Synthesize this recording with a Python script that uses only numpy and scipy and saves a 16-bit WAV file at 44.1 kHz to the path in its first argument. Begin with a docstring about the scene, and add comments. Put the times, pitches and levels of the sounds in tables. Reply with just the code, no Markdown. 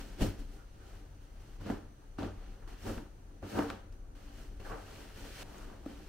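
"""Hands shake, pat and stuff a pillow into a cotton case in a quiet bedroom, close to two microphones. Cloth
slides and crumples, the pillow thuds and pumps air: each is shaped noise that follows the hand pressure. Pats,
heaves and ticks are short dying tones and scuffs are swells of narrow noise; sparse taps echo the pats, ticks
and scuffs. Under it lie a lumpy rumble, a thin hiss and a faint whine. At set moments the level of the handling
steps abruptly, and each move stops short at those steps."""
import sys
import numpy as np
from scipy import signal
from scipy.fft import rfft, irfft, next_fast_len
from scipy.io import wavfile
from scipy.ndimage import uniform_filter1d

SR = 44100
rng = np.random.default_rng(int(sys.argv[2]) if len(sys.argv) > 2 else 0)


def log_audio(samples):
    """Write samples as a 16-bit WAV file to the path given in sys.argv[1]."""
    # one column per channel
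    frames = np.atleast_2d(samples).T
    # limit to full scale, then quantise
    limited = np.clip(frames, -1, 1)
    pcm = np.round(limited * 32767).astype(np.int16)
    wavfile.write(sys.argv[1], SR, pcm)


N = 268304

# Light fidgeting under the handling, its level stepping abruptly at each start time. Each row: start in
# seconds, then slide, crumple and thud level in dB.
STRETCHES = [(0, -76, -74.5, -68.5), (1.571, -77.5, -72, -69), (2.181, -75, -68.5, -64),
             (2.675, -78.5, -74, -65), (3.422, -87, -76, -64.5), (4.151, -73.5, -71.5, -64.5),
             (4.597, -65, -64.5, -63.5), (5.432, -72, -63.5, -61.5), (5.855, -65, -64, -58.5)]
# Shakes, presses and strokes. Each row: time of full strength in seconds, rise in seconds, hold in seconds,
# slide level in dB, sizzle in dB above the slide, crumple level in dB, thud level in dB.
MOVES = [(0, .01, 0.0029, -55.5, -3, -55, -49.5), (0.053, 0.054, 0.086, -64.5, -2.5, -62.5, -56),
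         (0.221, 0.053, 0.0038, -45, -1.5, -43, -30.5), (0.395, 0.071, .005, -63, -2, -68, -50.5),
         (0.517, 0.14, 0.051, -71, 0.5, -67.5, -60.5), (0.864, 0.31, 0.11, -68, -4, -65, -61),
         (1.23, 0.13, 0.026, -76.5, -1, -73, -79), (1.41, .2, 0.2, -71.5, -3, -68, -65),
         (1.615, 0.064, .003, -65, -4, -56, -52.5), (1.668, 0.073, .01, -56.5, -9.5, -55, -42.5),
         (1.706, 0.075, 0.0046, -57, -5, -43, -38.5), (2.186, 0.012, 0.067, -56, -10.5, -47, -41),
         (2.424, .3, 0.087, -68, -10, -66, -64), (2.676, .01, 0.058, -63.5, -5, -59.5, -56.5),
         (2.832, 0.13, 0.12, -60, -2, -62, -59), (2.868, 0.062, 0.033, -57, 0, -45.5, -40),
         (2.972, 0.026, 0.0089, -64.5, -6, -54.5, -45), (3.432, 0.034, 0.0041, -69, -20, -52, -45.5),
         (3.5, 0.15, 0.13, -56, -3.5, -61, -70), (3.58, 0.14, 0.0062, -54.5, -2.5, -35.5, -34),
         (3.697, 0.11, 0.01, -55, -9, -47.5, -46), (3.924, 0.011, 0.0026, -74, -1, -81, -77),
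         (4.153, .01, .15, -69, -5, -66.5, -68), (4.386, 0.23, 0.036, -63.5, -3, -64, -59),
         (4.598, .01, 0.0084, -72, -18, -60, -52), (4.659, 0.043, 0.05, -62, -3.5, -51, -70),
         (4.724, 0.15, 0.0075, -77, -3, -44.5, -46.5), (4.924, 0.46, 0.11, -62, -3.5, -60, -57.5),
         (5.176, 0.076, 0.11, -61, -1.5, -64, -53.5), (5.424, 0.39, .01, -52, -3, -53.5, -64),
         (5.546, 0.65, 0.072, -63.5, -2.5, -57.5, -56.5), (5.7, 0.17, 0.022, -71, -10, -66, -55.5),
         (5.898, 0.066, 0.012, -65, -18, -59, -52)]
RISE_DB = 23  # climb during the rise, before the steepness below
# How sharply each layer rises, as plain factors for slide, sizzle, crumple and thud.
STEEPNESS = (0.98, 1.3, 1.88, 1.39)
# How fast each layer falls, in dB per second for slide, sizzle, crumple and thud, after a very quick rise.
FALL_DB_PER_S = (173, 197, 179, 188)
LINGER_S = 0.47  # a move that rises this slowly falls half as fast
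FIDGET_SIZZLE_DB, FIDGET_PER_S = -4.5, 16  # sizzle against slide; fastest rate of the uneven drift
# Depth of the fidgeting's drift. One row each for slide, sizzle, crumple and thud: depth in dB.
FIDGET_WANDER_DB = [
    [-0.1],
    [0.7],
    [3.5],
    [2.5],
]

# Tone colours of the handling, before the room adds its own.
# Each row: frequency in Hz, relative level in dB per Hz.
SLIDE = [(1120, -11.5), (1900, -5.5), (2220, -6.5), (2990, -3), (3990, -8.5), (4370, -9), (6500, -17),
         (8450, -31), (14300, -120)]
SIZZLE = [(3500, -16.5), (5500, -2), (7100, -5.5), (7730, -3), (10100, -7), (12400, -6.5), (15000, -7),
          (17000, -20.5)]
CRUMPLE = [(260, -39), (450, -0.5), (487, -5.5), (766, -3.5), (829, -8), (1140, -9.5), (2360, -26),
           (3000, -32), (3900, -80), (6600, -120)]
THUD = [(65, -13), (110, -0.5), (140, -14), (198, -0.5), (295, 0.5), (385, -0.5), (695, -9), (800, -21),
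        (1040, -15.5), (1760, -120)]
AIR = [(30, -49), (50, 4), (65, -10.5), (97, -6), (145, -13.5), (170, -10.5), (260, -43), (400, -120)]
AIR_DB = -1.5  # pumped air against the thud, when nothing crumples

# Palm pats and cloth snapping taut. Each row: start in seconds, level in dB, ring in Hz.
PATS = [(0.208, -18, 199), (0.228, -14.5, 196), (1.615, -36, 151), (1.662, -27, 210), (1.7, -20.5, 243),
        (2.187, -26, 286), (2.231, -24, 219), (2.26, -26.5, 282), (2.893, -34, 300), (2.974, -30, 230),
        (3.426, -43, 318), (3.573, -20.5, 286), (3.591, -15, 291), (4.718, -41, 295), (5.862, -23.5, 287),
        (5.88, -36, 276)]
PAT_T60_S = 0.036  # time to die by 60 dB
# The whole pillow is flung or dropped. Each row: start in seconds, level in dB, frequency the push favours in Hz.
HEAVES = [(0.213, -21.5, 34.7), (.26, -31.5, 95), (0.387, -33.5, 35.7), (1.6, -36.5, 95), (1.701, -35, 95),
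          (2.241, -33.5, 95), (2.372, -33.5, 50), (2.901, -37, 95), (2.969, -32, 55), (3.426, -35, 95),
          (3.587, -27, 366)]
# Low modes of the room that a heave rings. Each row: frequency in Hz, time to die by 60 dB in seconds.
RINGS = [(35, 0.25), (51, 0.1), (95, 0.22), (290, 0.33), (454, 0.24), (610, 0.086)]
REACH_DB = -23  # loss of a mode one octave from the push
# Seams and creases ticking. Each row: start in seconds, level in dB, pitch in Hz, left above right in dB.
TICKS = [(0.208, -32, 900, -2), (1.7006, -25, 740, -1), (1.706, -45, 2980, -5), (2.186, -34, 1180, -3),
         (2.1923, -41, 4270, -4), (2.231, -39.5, 3120, -5), (2.677, -45, 1220, -3), (2.853, -47, 1800, .5),
         (2.939, -44, 1500, .5), (2.978, -43, 2620, 1.5), (2.982, -37, 1490, 1), (3.428, -39, 770, -2),
         (3.588, -26, 1270, -2), (3.589, -21, 430, -6), (3.7013, -29, 3640, 5), (3.7022, -25, 1350, 3),
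         (3.703, -31.5, 2520, 6), (3.926, -50.5, 5100, -.5), (4.6036, -48, 2740, -1),
         (4.657, -49, 1640, -6), (4.961, -45, 2830, 9), (5.5825, -41, 6740, -1), (5.861, -31, 554, 3),
         (5.8635, -47, 1300, -.5)]
TICK_DECAY_S, TICK_SHORTER = 0.0015, 0.72  # at 1 kHz; brighter ticks die sooner by this power of pitch
OVERTONE, OVERTONE_DB = 2.21, -11  # pitch as a multiple of the main tone; level against it
# A hand drags over taut cloth and it hums.
# Each row: start in seconds, length in seconds, level in dB, frequency in Hz, width in Hz.
SCUFFS = [(0.554, 0.11, -66.5, 1390, 400), (0.782, 0.067, -67, 1390, 400), (4.642, 0.03, -55.5, 1580, 300),
          (4.682, 0.055, -48.5, 1142, 50), (4.688, .07, -67, 2580, 400), (4.7, 0.051, -57, 1490, 120),
          (4.728, 0.071, -57, 302, 30)]

# Standing waves of the bedroom, then broad lifts of the microphone housing.
# Each row: frequency in Hz, width in Hz, lift in dB.
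ROOM_MODES = [(37.4, 13, 2.5), (61, 36, 3.5), (94, 11.5, 10.5), (137.8, 8.6, 11.5), (196.6, 36, 7.5),
              (230, 7.4, 8), (286.9, 15, 12), (318, 29, 3), (376, 51, 3.5), (450, 28, 2.5),
              (552, 13.5, 5.5), (788, 14, 8.5), (900, 72, 4), (1065, 22, -7), (1496, 990, 7.5),
              (2780, 1500, 3), (4300, 590, 4), (6180, 560, 1), (9470, 330, 3.5)]
# How fast the bedroom's echo dies. Each row: frequency in Hz, time to die by 60 dB in seconds.
BEDROOM = [(100, 0.44), (260, 0.41), (700, 0.51), (1800, 0.79), (5000, 0.46), (12000, 0.85)]
ECHO_DB = -10.5
# How alike left and right are, for near sounds and for the still room.
# Each row: frequency in Hz, likeness (1 is the same, 0 unrelated, below 0 opposed).
SAME = [(25, 0.66), (120, 1), (240, 0.87), (480, 0.57), (950, 0.033), (1400, 0.87), (1890, 0.72),
        (3770, 0.15), (7520, 0.14), (15000, .06)]
DIFFUSE = [(25, 1), (60, 0.99), (150, 0.94), (380, 0.62), (950, -0.55), (2380, 0.1), (5980, -0.21),
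           (15000, 0.02)]
# Balance of the two microphones. Each row: frequency in Hz, left above right in dB.
LEAN = [(25, 3.5), (60, 1.5), (150, -1), (500, 1.3), (1000, 1.5), (2400, -0.5), (6000, -.5), (15000, -1.2)]

# Distant low rumble through the building. Each row: time in seconds, level in dB.
RUMBLE = [(0, -49.5), (.5, -47), (1.2, -55.5), (1.7, -47), (2, -55.5), (2.5, -47.5), (3.2, -52.5),
          (3.8, -54), (4, -45.5), (4.3, -51.5), (4.6, -43), (5.001, -53), (5.4, -47.5), (6.08, -51)]
# Colours of the rumble and the still room's hiss. Each row: frequency in Hz, relative level in dB per Hz.
RUMBLE_BAND = [(8, -30), (16, -14), (28, 2), (42, -2), (60, -15), (90, -71), (200, -120)]
QUIET = [(15, -48), (40, -19), (60, -9), (75, -15), (110, -16.5), (164, -26.5), (300, -28), (600, -31),
         (1000, -37), (2000, -46.5), (3700, -48), (7000, -47.5), (12000, -54), (17000, -52)]
QUIET_DB = -56.5
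# Faint whines. Each row: frequency in Hz, width in Hz, average (rms) level in dB.
WHINE = [(6060, 94, -82.5), (9200, 360, -85.5)]
TONE_HZ, TONE_DB, WAVER_HZ = 6015, -87, 25  # wavering tone near the stronger whine
EDGE_HZ = 15820  # upper band limit


def handling():
    """The pillow and its case rub, fold, thud and pump air, each under its own hand pressure."""
    slide, sizzle, crumple, thud = pressure()
    fibres = slips(600, 1.3, 0.0034, smooth=0.8)
    folds = slips(250, 4.1, 0.006, smooth=0.72)
    stuffing = slips(190, 1.9, 0.0024, smooth=0.92)
    out = slide * coloured(fibres, SLIDE) + sizzle * coloured(fibres, SIZZLE)
    out = out + crumple * coloured(folds, CRUMPLE)
    out = out + thud * coloured(stuffing, THUD)
    # a squeeze also pumps air, less when the cloth mostly crumples
    air = amp(AIR_DB) * thud ** 2 / (thud + 1.3 * crumple)
    return out + air * coloured(rng.standard_normal((2, N)), AIR)


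def pressure():
    """Gains of slide, sizzle, crumple and thud: each move rises, holds and falls inside its stretch."""
    t, starts = np.arange(N) / SR, np.transpose(STRETCHES)[0]
    stretch = np.searchsorted(starts, t, "right") - 1
    slide, crumple, thud = np.array(STRETCHES)[stretch, 1:].T
    drifts = np.array([wander(FIDGET_PER_S) for _ in range(3)])
    drift_db = np.array(FIDGET_WANDER_DB) * drifts[[0, 0, 1, 2]]  # slide and sizzle drift together
    power = amp([slide, slide + FIDGET_SIZZLE_DB, crumple, thud] + drift_db) ** 2
    for s, rise, hold, slide_db, sizzle_db, crumple_db, thud_db in MOVES:
        own_stretch = np.searchsorted(starts, s, "right") - 1
        inside = (stretch == own_stretch) & (abs(t - s) < 1)
        early = np.maximum(s - t[inside], 0) / max(rise, 1e-3)  # in rise times
        late = np.maximum(t[inside] - s - hold, 0)  # in seconds
        top_db = np.array([slide_db, slide_db + sizzle_db, crumple_db, thud_db])[:, None]
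        climb_db = RISE_DB * np.outer(STEEPNESS, early)
        fall_db = np.outer(FALL_DB_PER_S, late) / (1 + rise / LINGER_S)
        power[:, inside] += amp(top_db - climb_db - fall_db) ** 2
    return np.sqrt(uniform_filter1d(power, size=90, axis=1))  # rounds corners over 2 ms


def wander(per_s):
    """Slow uneven drift of average size (rms) 1, summed from sine waves with random starts."""
    t = np.arange(0, N + 256, 256) / SR
    rates = np.geomspace(per_s / 8, per_s, num=24)
    slow = sum(np.sin(2 * np.pi * (f * t + rng.random())) for f in rates)
    return np.interp(np.arange(N) / SR, t, evened(slow))


def slips(per_s, spread_db, length_s, smooth):
    """Fibres stick and slip: short puffs of uneven size over a smooth share of noise."""
    size = amp(spread_db * np.minimum(rng.exponential(1, N), 4))
    size = size * (rng.random(N) < per_s / SR)  # keeps only the chance moments of a slip
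    puff = np.exp(-np.arange(4000) / (SR * length_s))
    power = signal.oaconvolve(size ** 2, puff ** 2)[:N]
    power = smooth + (1 - smooth) * abs(power) / power.mean()
    return np.sqrt(power) * rng.standard_normal((2, N))


def pats():
    """A palm or taut cloth sets off a brief ring that dies within a few hundredths of a second."""
    return blows([(*pat, PAT_T60_S) for pat in PATS], rise_s=0.0027)


def heaves():
    """Each heave rings the room modes, loudest those nearest to its push."""
    table = []
    for s, db, push in HEAVES:
        for hz, t60 in RINGS:
            octaves = np.log2(hz / push)
            table.append((s, db + REACH_DB * octaves ** 2, hz, t60))
    return blows(table, rise_s=0.0087)


def blows(table, rise_s):
    """A soft blow makes the stuffing or the air ring: a sine that swells in softly and dies away."""
    out, t = np.zeros((2, N)), np.arange(12000) / SR
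    for s, db, hz, t60 in table:
        blow = amp(db - 60 * t / t60) * (1 - np.exp(-t / rise_s)) * np.sin(2 * np.pi * hz * t)
        sides = amp(read(LEAN, hz) * np.array([.5, -.5]))
        add(out, s, np.outer(sides, blow))
    return out


def ticks():
    """A crease lets go within a quarter cycle and rings very briefly, slightly ragged, with an overtone."""
    out, t = np.zeros((2, N)), np.arange(800) / SR
    for (s, db, pitch, pan), noise in zip(TICKS, rng.standard_normal((len(TICKS), 800))):
        ragged = 1 + .5 * uniform_filter1d(noise, size=9)
        sides_db = np.array([[pan / 2], [-pan / 2]])
        for hz, part_db in ((pitch, db), (pitch * OVERTONE, db + OVERTONE_DB)):
            decay = TICK_DECAY_S * (hz / 1000) ** -TICK_SHORTER
            onset = 1 - np.exp(-(2.9 * hz * t) ** 2)
            burst = -np.sin(2 * np.pi * hz * t) * ragged * onset * np.exp(-t / decay)
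            add(out, s, amp(part_db + sides_db) * burst)
    return out


def scuffs():
    """Taut cloth hums under a dragging hand: short swells of narrow noise, partly shared by both sides."""
    out = np.zeros((2, N))
    for s, length, db, hz, width in SCUFFS:
        swell = np.hanning(round(length * SR))
        left, other = narrow(hz, width, size=16384)[:, :len(swell)]
        add(out, s, amp(db) * swell * np.array([left, 0.65 * left + 1.3 * other]))
    return out


def bedroom(x):
    """Room echo: sparse taps of random sign, each band dying at its own speed, other taps on each side."""
    taps = np.zeros((2, SR // 2))
    slots = np.arange(200, SR // 2 - 20, 20)  # one tap somewhere in every 20 samples
    at = slots + rng.integers(0, 20, (2, len(slots)))
    np.put_along_axis(taps, at, rng.choice([-1., 1.], at.shape), 1)
    hz, t, z = signal.stft(taps, SR, nperseg=256)
    fade = amp(-60 * t / read(BEDROOM, hz)[:, None])
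    tail = signal.istft(z * fade, SR, nperseg=256)[1]
    return signal.fftconvolve(x, tail / np.linalg.norm(tail[0]), axes=1)[:, :N]


def still_room():
    """The quiet room: swelling low noise, steady hiss, narrow bands of noise and one wavering tone."""
    s, rumble_db = np.transpose(RUMBLE)
    swell = amp(np.interp(np.arange(N) / SR, s, rumble_db))
    rumble = swell * coloured(rng.standard_normal((2, N)), RUMBLE_BAND, DIFFUSE)
    hiss = amp(QUIET_DB) * coloured(rng.standard_normal((2, N)), QUIET, DIFFUSE)
    waver = WAVER_HZ * evened(uniform_filter1d(rng.standard_normal((2, N)), size=800))
    tone = amp(TONE_DB) * np.sqrt(2) * np.sin(2 * np.pi * np.cumsum(TONE_HZ + waver, axis=1) / SR)
    whine = sum(amp(db) * narrow(hz, width, next_fast_len(N))[:, :N] for hz, width, db in WHINE)
    return rumble + hiss + tone + whine


def narrow(hz, width, size):
    """Two channels of noise in one soft-edged band, average size (rms) 1."""
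    f = np.fft.rfftfreq(size, 1 / SR)
    band = 1 / (1 + (2 * (f - hz) / width) ** 2)
    return evened(irfft(rfft(rng.standard_normal((2, size))) * band, size))


def coloured(pair, spectrum, likeness=SAME):
    """Gives two unrelated noises a spectrum, the room's modes and the microphones' likeness and balance."""
    size = next_fast_len(N)
    hz = np.fft.rfftfreq(size, 1 / SR)
    lift_db = sum(db / (1 + (2 * (hz - f) / width) ** 2) for f, width, db in ROOM_MODES)
    same = np.clip(read(likeness, hz), -1, 1)
    a, b = rfft(pair, size)
    lean = amp(np.outer([.5, -.5], read(LEAN, hz)))
    sides = np.array([a, same * a + np.sqrt(1 - same ** 2) * b]) * lean
    return evened(irfft(sides * amp(read(spectrum, hz) + lift_db), size)[:, :N])


def amp(db):
    """Turns decibels into a gain."""
    return 10 ** (np.asarray(db) / 20)


def evened(x):
    """Scales a sound to average size (rms) 1."""
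    return x / np.sqrt(np.mean(x ** 2) + 1e-20)


def read(points, hz):
    """Reads between the rows of a table, with frequency on a log scale."""
    f, value = np.transpose(points)
    return np.interp(np.log(hz + 1), np.log(f + 1), value)


def add(mix, s, sound):
    """Mixes a two-channel sound in at time s, in seconds."""
    part = mix[:, round(s * SR):][:, :sound.shape[1]]
    part += sound[:, :part.shape[1]]


def scene():
    """Handling, then pats, ticks and scuffs with their echoes, heaves and the still room, added together."""
    near = pats() + ticks() + scuffs()
    return handling() + near + amp(ECHO_DB) * bedroom(near) + heaves() + still_room()


def record(dry):
    """The recorder's band limit: a steep low-pass filter removes the highest treble."""
    lowpass = signal.firwin(1023, EDGE_HZ, window=("kaiser", 9), fs=SR)
    return signal.oaconvolve(dry, lowpass[None], "same")


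dry = scene()
out = record(dry)
log_audio(out)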